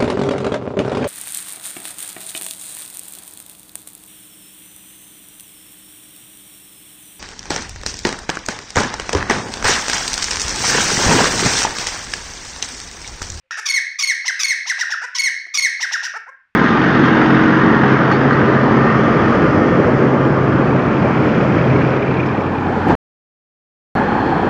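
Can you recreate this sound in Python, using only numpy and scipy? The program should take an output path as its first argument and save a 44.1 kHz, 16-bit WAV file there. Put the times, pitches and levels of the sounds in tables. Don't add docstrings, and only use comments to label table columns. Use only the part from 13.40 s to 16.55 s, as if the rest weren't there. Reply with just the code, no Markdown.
import sys
import numpy as np
from scipy import signal
from scipy.fft import rfft, irfft, next_fast_len
from scipy.io import wavfile
from scipy.ndimage import uniform_filter1d

SR = 44100
rng = np.random.default_rng(int(sys.argv[2]) if len(sys.argv) > 2 else 0)


def to_linear_factor(level_db):
    exponent = np.asarray(level_db, float) / 20
    return 10 ** exponent


def dump(signal):
    limited = np.clip(np.atleast_2d(signal).T, -1, 1)
    pcm = np.round(limited * 32767).astype(np.int16)
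    wavfile.write(sys.argv[1], SR, pcm)


N = 138915
CUTOFF_HZ = 16500


def at_hz(points, hz):
    table_hz, values = np.array(points).T
    return np.interp(np.log(hz), np.log(table_hz), values)


def coloured(x, points):
    size = next_fast_len(len(x) + 2048)
    hz = np.fft.rfftfreq(size, 1 / SR) + 1
    return irfft(rfft(x, size) * to_linear_factor(at_hz(points, hz)), size)[:len(x)]


def wobble(count, hz):
    noise = rng.standard_normal(SR // 4)
    slow = signal.lfilter(*signal.butter(2, hz, fs=SR), noise)[800:]
    return slow[:count] / slow.std()


def add(out, start_s, x):
    i = int(start_s * SR)
    out[i:i + len(x)] += x[:N - i]


def bump(length_s):
    return np.hanning(int(length_s * SR))


# frequency in Hz, relative density in dB per Hz.
AIR_SPECTRUM = [(20, -6), (60, -0.5), (110, -5), (200, -7.5), (400, -18), (1000, -13), (2500, -1),
                (4000, -12), (9000, -26.5), (16000, -46.5)]


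def quiet_air():
    level_db = -64.5
    air = coloured(rng.standard_normal(N), AIR_SPECTRUM)
    return to_linear_factor(level_db) * air / air.std()


def faint_tone():
    start_s, length_s, level_db, pitch_hz = 0.016, 0.077, -63.5, 528
    out, swell = np.zeros(N), bump(length_s)
    t = np.arange(len(swell)) / SR
    add(out, start_s, to_linear_factor(level_db) * swell * np.sin(2 * np.pi * pitch_hz * t))
    return out


def placed(shape, start, stretch=1, db=0, ratio=1, rough=0):
    return np.array(shape) * [stretch, ratio, 1, 1, 1] + [start, 0, db, 0, rough]


# frequency in Hz, level in dB.
HOARSE_THROAT = [(300, -76), (500, -21), (1100, -11), (1600, -11), (2400, -4.5), (3600, -4), (4500, -5.5),
                 (5600, 6.5), (6600, -4.5), (8000, -19), (11000, -23.5), (13000, -41.5), (15300, -21),
                 (17000, -67.5)]
# frequency in Hz, level in dB.
CLEAR_THROAT = [(400, -38), (1000, 7.5), (1500, 5.5), (2200, -2), (3200, -19), (4400, -5), (5500, 2.5),
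                (6600, -8.5), (8800, -14), (11000, -21.5), (13200, -27), (15300, -23.5), (17000, -24.5)]


def voice(parts, hz, db, hoarse=HOARSE_THROAT, clear=CLEAR_THROAT, tilt_db=None):
    jitter, shimmer_db = 0.036, 7.0
    open_hz, dull_from_hz, dull_db = 1166, 985, 11
    top_from_hz, top_dull = 6170, 2.85
    breath_low_hz, breath_gain = 1300, 2.28

    s, *columns = np.vstack(parts).T
    t = s[0] + np.arange(int((s[-1] - s[0]) * SR)) / SR
    times = np.maximum.accumulate(s)
    ratio, level_db, odd_db, rough = [np.interp(t, times, c) for c in columns]
    rough = np.clip(rough, 0, 1)
    pitch = hz * ratio * (1 + jitter * rough * wobble(len(t), hz=300))
    phase = 2 * np.pi * (np.cumsum(pitch) / SR + rng.random())

    k = np.arange(1, 33)[:, None]
    partial_hz = k * pitch
    low = to_linear_factor(np.minimum(odd_db, 0))
    if tilt_db is None:
        tilt_db = -dull_db * np.maximum(np.log2(open_hz / (hz * ratio)), 0)
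    low_colour = low * to_linear_factor(at_hz(hoarse, partial_hz))
    clear_colour = (1 - low) * (k % 2 == 0) * to_linear_factor(at_hz(clear, partial_hz))
    octaves = np.maximum(np.log2(partial_hz / dull_from_hz), 0)
    top_octaves = np.maximum(np.log2(partial_hz / top_from_hz), 0)
    colour = (low_colour + clear_colour) * to_linear_factor(tilt_db * (octaves + top_dull * top_octaves))
    waves = np.cos(k * phase + 0.288 * k ** 2)
    tone = np.sum(colour * (partial_hz < CUTOFF_HZ) * waves, axis=0)

    gated = rng.standard_normal(SR // 4)[:len(t)] * (1 + np.cos(phase))
    breath = coloured(gated, hoarse) * to_linear_factor(0.7 * tilt_db)
    breath = signal.lfilter(*signal.butter(2, breath_low_hz, "high", fs=SR), breath)

    shimmer = shimmer_db * rough * np.tanh(wobble(len(t), hz=256))
    mixed = (1 - rough) * tone + breath_gain * rough * breath
    return s[0], to_linear_factor(db + level_db + shimmer) * mixed


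# start in seconds, upward flip in seconds, rise level in dB,
# fall level in dB, reference pitch in Hz (the pitch at the flip).
CLUCK_TIMES = [(0.047, 0.088, -17.5, -16.5, 951.6), (0.844, 0.88, -21.5, -11.5, 1060),
               (1.254, 1.297, -22.5, -11, 1054), (1.379, 1.411, -21, -12.5, 996.6),
               (1.494, 1.521, -22, -14, 923.3), (2.396, 2.428, -20.5, -13, 1023),
               (2.51, 2.538, -19.5, -13.5, 956.8), (2.621, 2.649, -22.5, -17.5, 980)]
# share of the rise's length, pitch ratio, level in dB,
# odd partials in dB (above 0 counts as 0), hoarseness from 0 to 1.
CLUCK_RISE = [(0, 0.474, -32, -24, 0), (.12, .6, -6, -2, 0), (.45, .88, 1.5, 3, 0.22),
              (.8, 1.0, 1, 0, 0.44), (.97, 1.03, 1, 3, 0.47)]
# seconds from the flip, pitch ratio, level in dB,
# odd partials in dB (above 0 counts as 0), hoarseness from 0 to 1.
CLUCK_FALL = [(0, 1.0, -1.5, -15, 0.5), (.003, 0.98, 2.5, -35.5, 0.04), (.012, .88, -1, -23.5, 0.15),
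              (.021, .76, -2.5, -13.5, 0.09), (.028, .68, -9.5, -8.5, .1), (.034, 0.2, -52, -5, .1)]


def clucks():
    full_fall_db, hoarser_per_db = -16, 0.12
    out = np.zeros(N)
    for start, flip, rise_db, fall_db, hz in CLUCK_TIMES:
        hoarser = hoarser_per_db * max(full_fall_db - fall_db, 0)
        rise = placed(CLUCK_RISE, start, flip - start, rise_db)
        fall = placed(CLUCK_FALL, flip, db=fall_db, rough=hoarser)
        add(out, *voice([rise, fall], hz, 0))
    return out


# frequency in Hz, time to fade by 60 dB in seconds.
ECHO_FADE = [(400, 0.23), (1000, 0.54), (2000, 0.71), (4000, 0.91), (6000, 0.49), (8000, 0.36),
             (12000, .32), (16000, 0.34)]
# frequency in Hz, gain in dB.
ECHO_GAIN = [(400, 2.5), (1000, -10.5), (2000, 3), (4000, -8.5), (6000, -7), (10000, -1.5), (16000, -7.5)]


def yard(x):
    onset_s, floor_echo_s, floor_echo_db = 0.015, 0.0021, -20.5
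    t = np.arange(SR) / SR
    edges = 250 * 2 ** np.arange(0, 6.3, 0.5)
    white, tail = rng.standard_normal((2, SR)), 0
    for k, (low, high) in enumerate(zip(edges, edges[1:])):
        bandpass = signal.butter(2, [low, high], "band", fs=SR, output="sos")
        band = signal.sosfilt(bandpass, white[k % 2])
        middle_hz = np.sqrt(low * high)
        fade_db = at_hz(ECHO_GAIN, middle_hz) - 60 * t / at_hz(ECHO_FADE, middle_hz)
        tail = tail + band * to_linear_factor(fade_db)
    build_up = 1 - np.exp(-(t / onset_s) ** 2)
    tail = tail * build_up / np.sqrt(0.043 * SR)
    tail[int(floor_echo_s * SR)] += to_linear_factor(floor_echo_db)
    return signal.fftconvolve(x, tail)[:N]


# start in seconds, length in seconds, level in dB,
# top pitch in Hz, treble tilt in dB per octave.
MUTTER_TIMES = [(0.168, 0.038, -20, 451, -0.5), (1.612, 0.048, -17.5, 505, -3),
                (2.734, .05, -13.5, 456.7, -6.5), (2.862, 0.044, -14.5, 545, -9.5)]
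# share of its length, pitch ratio, level in dB,
# odd partials in dB, hoarseness from 0 to 1.
MUTTER_SHAPE = [(0, .55, -30, -12, .03), (.12, .64, -8, -12, .04), (.35, .82, -5, -10, .1),
                (.58, .96, -2, -4, .22), (.75, 1.0, 0, -2, .25), (.88, .96, -3, -2, .25),
                (1.0, .88, -34, -2, .2)]
# frequency in Hz, level in dB.
MUTTER_THROAT = [(300, -32), (500, -21), (1000, -11), (1300, -3), (1600, 0), (2000, -6), (2800, -18),
                 (4000, -21), (5600, -10), (7000, -17), (10000, -28), (17000, -45)]


def mutters():
    out = np.zeros(N)
    for start, length, db, hz, tilt_db in MUTTER_TIMES:
        parts = [placed(MUTTER_SHAPE, start, length)]
        add(out, *voice(parts, hz, db, MUTTER_THROAT, MUTTER_THROAT, tilt_db))
    return out


# start in seconds, flat note in seconds, falling whistle in seconds,
# level in dB, pitch ratio of the opening.
LONG_CALL_TIMES = [(0.255, 0.294, 0.34, -13.5, 1.016), (0.586, 0.631, .672, -13, 1.026),
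                   (0.991, 1.04, 1.081, -13.5, 1.07), (1.746, 1.789, 1.836, -13, .9),
                   (2.139, 2.179, 2.222, -12, 1.042)]
# seconds from the part's start before stretching,
# pitch ratio, level in dB, odd partials in dB (above 0 counts as 0), hoarseness from 0 to 1.
CALL_OPENING = [(0, .95, -22.5, 0, .3), (.0015, 1.0, -17, 0, .25), (.007, 1.13, -6, 0, .25),
                (.015, 1.05, -4, 0, .3), (.02, .98, -7, 5, .6), (.027, 1.0, -8, -3.5, .25),
                (.036, 1.0, -7, -8.5, 0.31), (.039, .98, 1, -3.5, .6), (.043, 1.0, -8, -12, .5)]
CALL_NOTE = [(0, 1.0, -12, -19.5, 0.081), (.003, 1.02, 1, -39, .03), (.014, 1.01, 4, -45, 0.024),
             (.018, .95, 1.5, -15.5, 0.075), (.021, .85, -27, 19.5, .4), (.026, .99, -7.5, 0.5, 0.63),
             (.034, .97, -22, -8, .4), (.038, .97, -16, -9.5, 0.54)]
CALL_WHISTLE = [(0, .99, -10, -11.5, 0.17), (.002, 1.0, 2, -17.5, .04), (.016, .99, 0, -24.5, .04),
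                (.027, .955, 3, -22, .05), (.04, .87, 0.5, -32.5, 0.021), (.052, .76, -5, -19.5, .05),
                (.058, .7, -22, 1.5, .1), (.064, .62, -25.5, -13, .1)]


def long_calls():
    pitch_hz = 1089.6
    opening_s, note_s = 0.044, 0.04
    out = np.zeros(N)
    for start, note, whistle, db, ratio in LONG_CALL_TIMES:
        parts = [placed(CALL_OPENING, start, (note - start) / opening_s, ratio=ratio),
                 placed(CALL_NOTE, note, (whistle - note) / note_s),
                 placed(CALL_WHISTLE, whistle)]
        add(out, *voice(parts, pitch_hz, db))
    return out


# frequency in Hz, level in dB, time to fade by 60 dB in seconds.
CLAW_MODES = [(360, -1.5, 0.037), (705, -3.5, 0.072), (1300, 7, 0.01), (3174, 0.5, 0.045),
              (6000, -11.5, .01)]


def claw():
    tap_s, level_db = 2.067, -45.5
    scrape_s, scrape_db = 0.012, -5
    out, t = np.zeros(N), np.arange(SR // 10) / SR
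    ring = sum(to_linear_factor(level_db + db - 60 * t / t60) * np.sin(2 * np.pi * hz * t) for hz, db, t60 in CLAW_MODES)
    add(out, tap_s, ring)
    scrape = bump(scrape_s)
    scrape = to_linear_factor(level_db + scrape_db) * scrape * wobble(len(scrape), hz=7000)
    add(out, tap_s - scrape_s / 4, scrape)
    return out


def puff():
    start_s, length_s, level_db, lowpass_hz = 2.175, 0.062, -58.5, 130
    out, swell = np.zeros(N), bump(length_s)
    add(out, start_s, to_linear_factor(level_db) * swell * wobble(len(swell), hz=lowpass_hz))
    return out


def scene():
    on_s, fade_in_s, mic_low_hz = 0.1085, 0.00026, 350
    sink_s, sink_db_per_s = 2.706, -44.5
    t = np.arange(N) / SR
    near = clucks() + mutters() + long_calls() + claw()
    switch = np.clip((t - on_s) / fade_in_s, 0, 1)
    sink = to_linear_factor(sink_db_per_s * np.maximum(t - sink_s, 0))
    switched = (near + yard(near)) * switch * sink
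    bass_cut = signal.butter(4, mic_low_hz, "high", fs=SR, output="sos")
    surroundings = quiet_air() + faint_tone() + puff()
    return (signal.sosfilt(bass_cut, switched) + surroundings)[None]


# frequency in Hz, knee level in dB.
SUPPRESSOR_KNEE = [(300, -64), (1000, -72.5), (1700, -62.5), (2500, -56), (3500, -50), (6000, -53.5),
                   (9000, -72), (16000, -74)]


def suppressor(x):
    slope, depth_db, follow_s = 0.54, -15, 0.028
    hz, _, z = signal.stft(x, SR, nperseg=512, noverlap=384)
    r = np.exp(-128 / (follow_s * SR))
    power = uniform_filter1d(np.abs(z) ** 2, size=7, axis=0)
    power = np.maximum(power, signal.lfilter([1 - r], [1, -r], power))
    over_db = 10 * np.log10(power + 1e-16) - at_hz(SUPPRESSOR_KNEE, hz + 1)[:, None]
    gain_db = np.clip(slope * over_db, depth_db, 0)
    return signal.istft(z * to_linear_factor(gain_db), SR, nperseg=512, noverlap=384)[1][None, :N]


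def band_limit(x):
    return signal.sosfilt(signal.butter(12, 16820, fs=SR, output="sos"), x)


def record(dry):
    quieted = suppressor(dry[0])
    treble_cut = signal.cheby2(10, 60, CUTOFF_HZ + 500, fs=SR, output="sos")
    finished = signal.sosfilt(treble_cut, quieted)
    return band_limit(finished)


dry = scene()
out = record(dry)
dump(out)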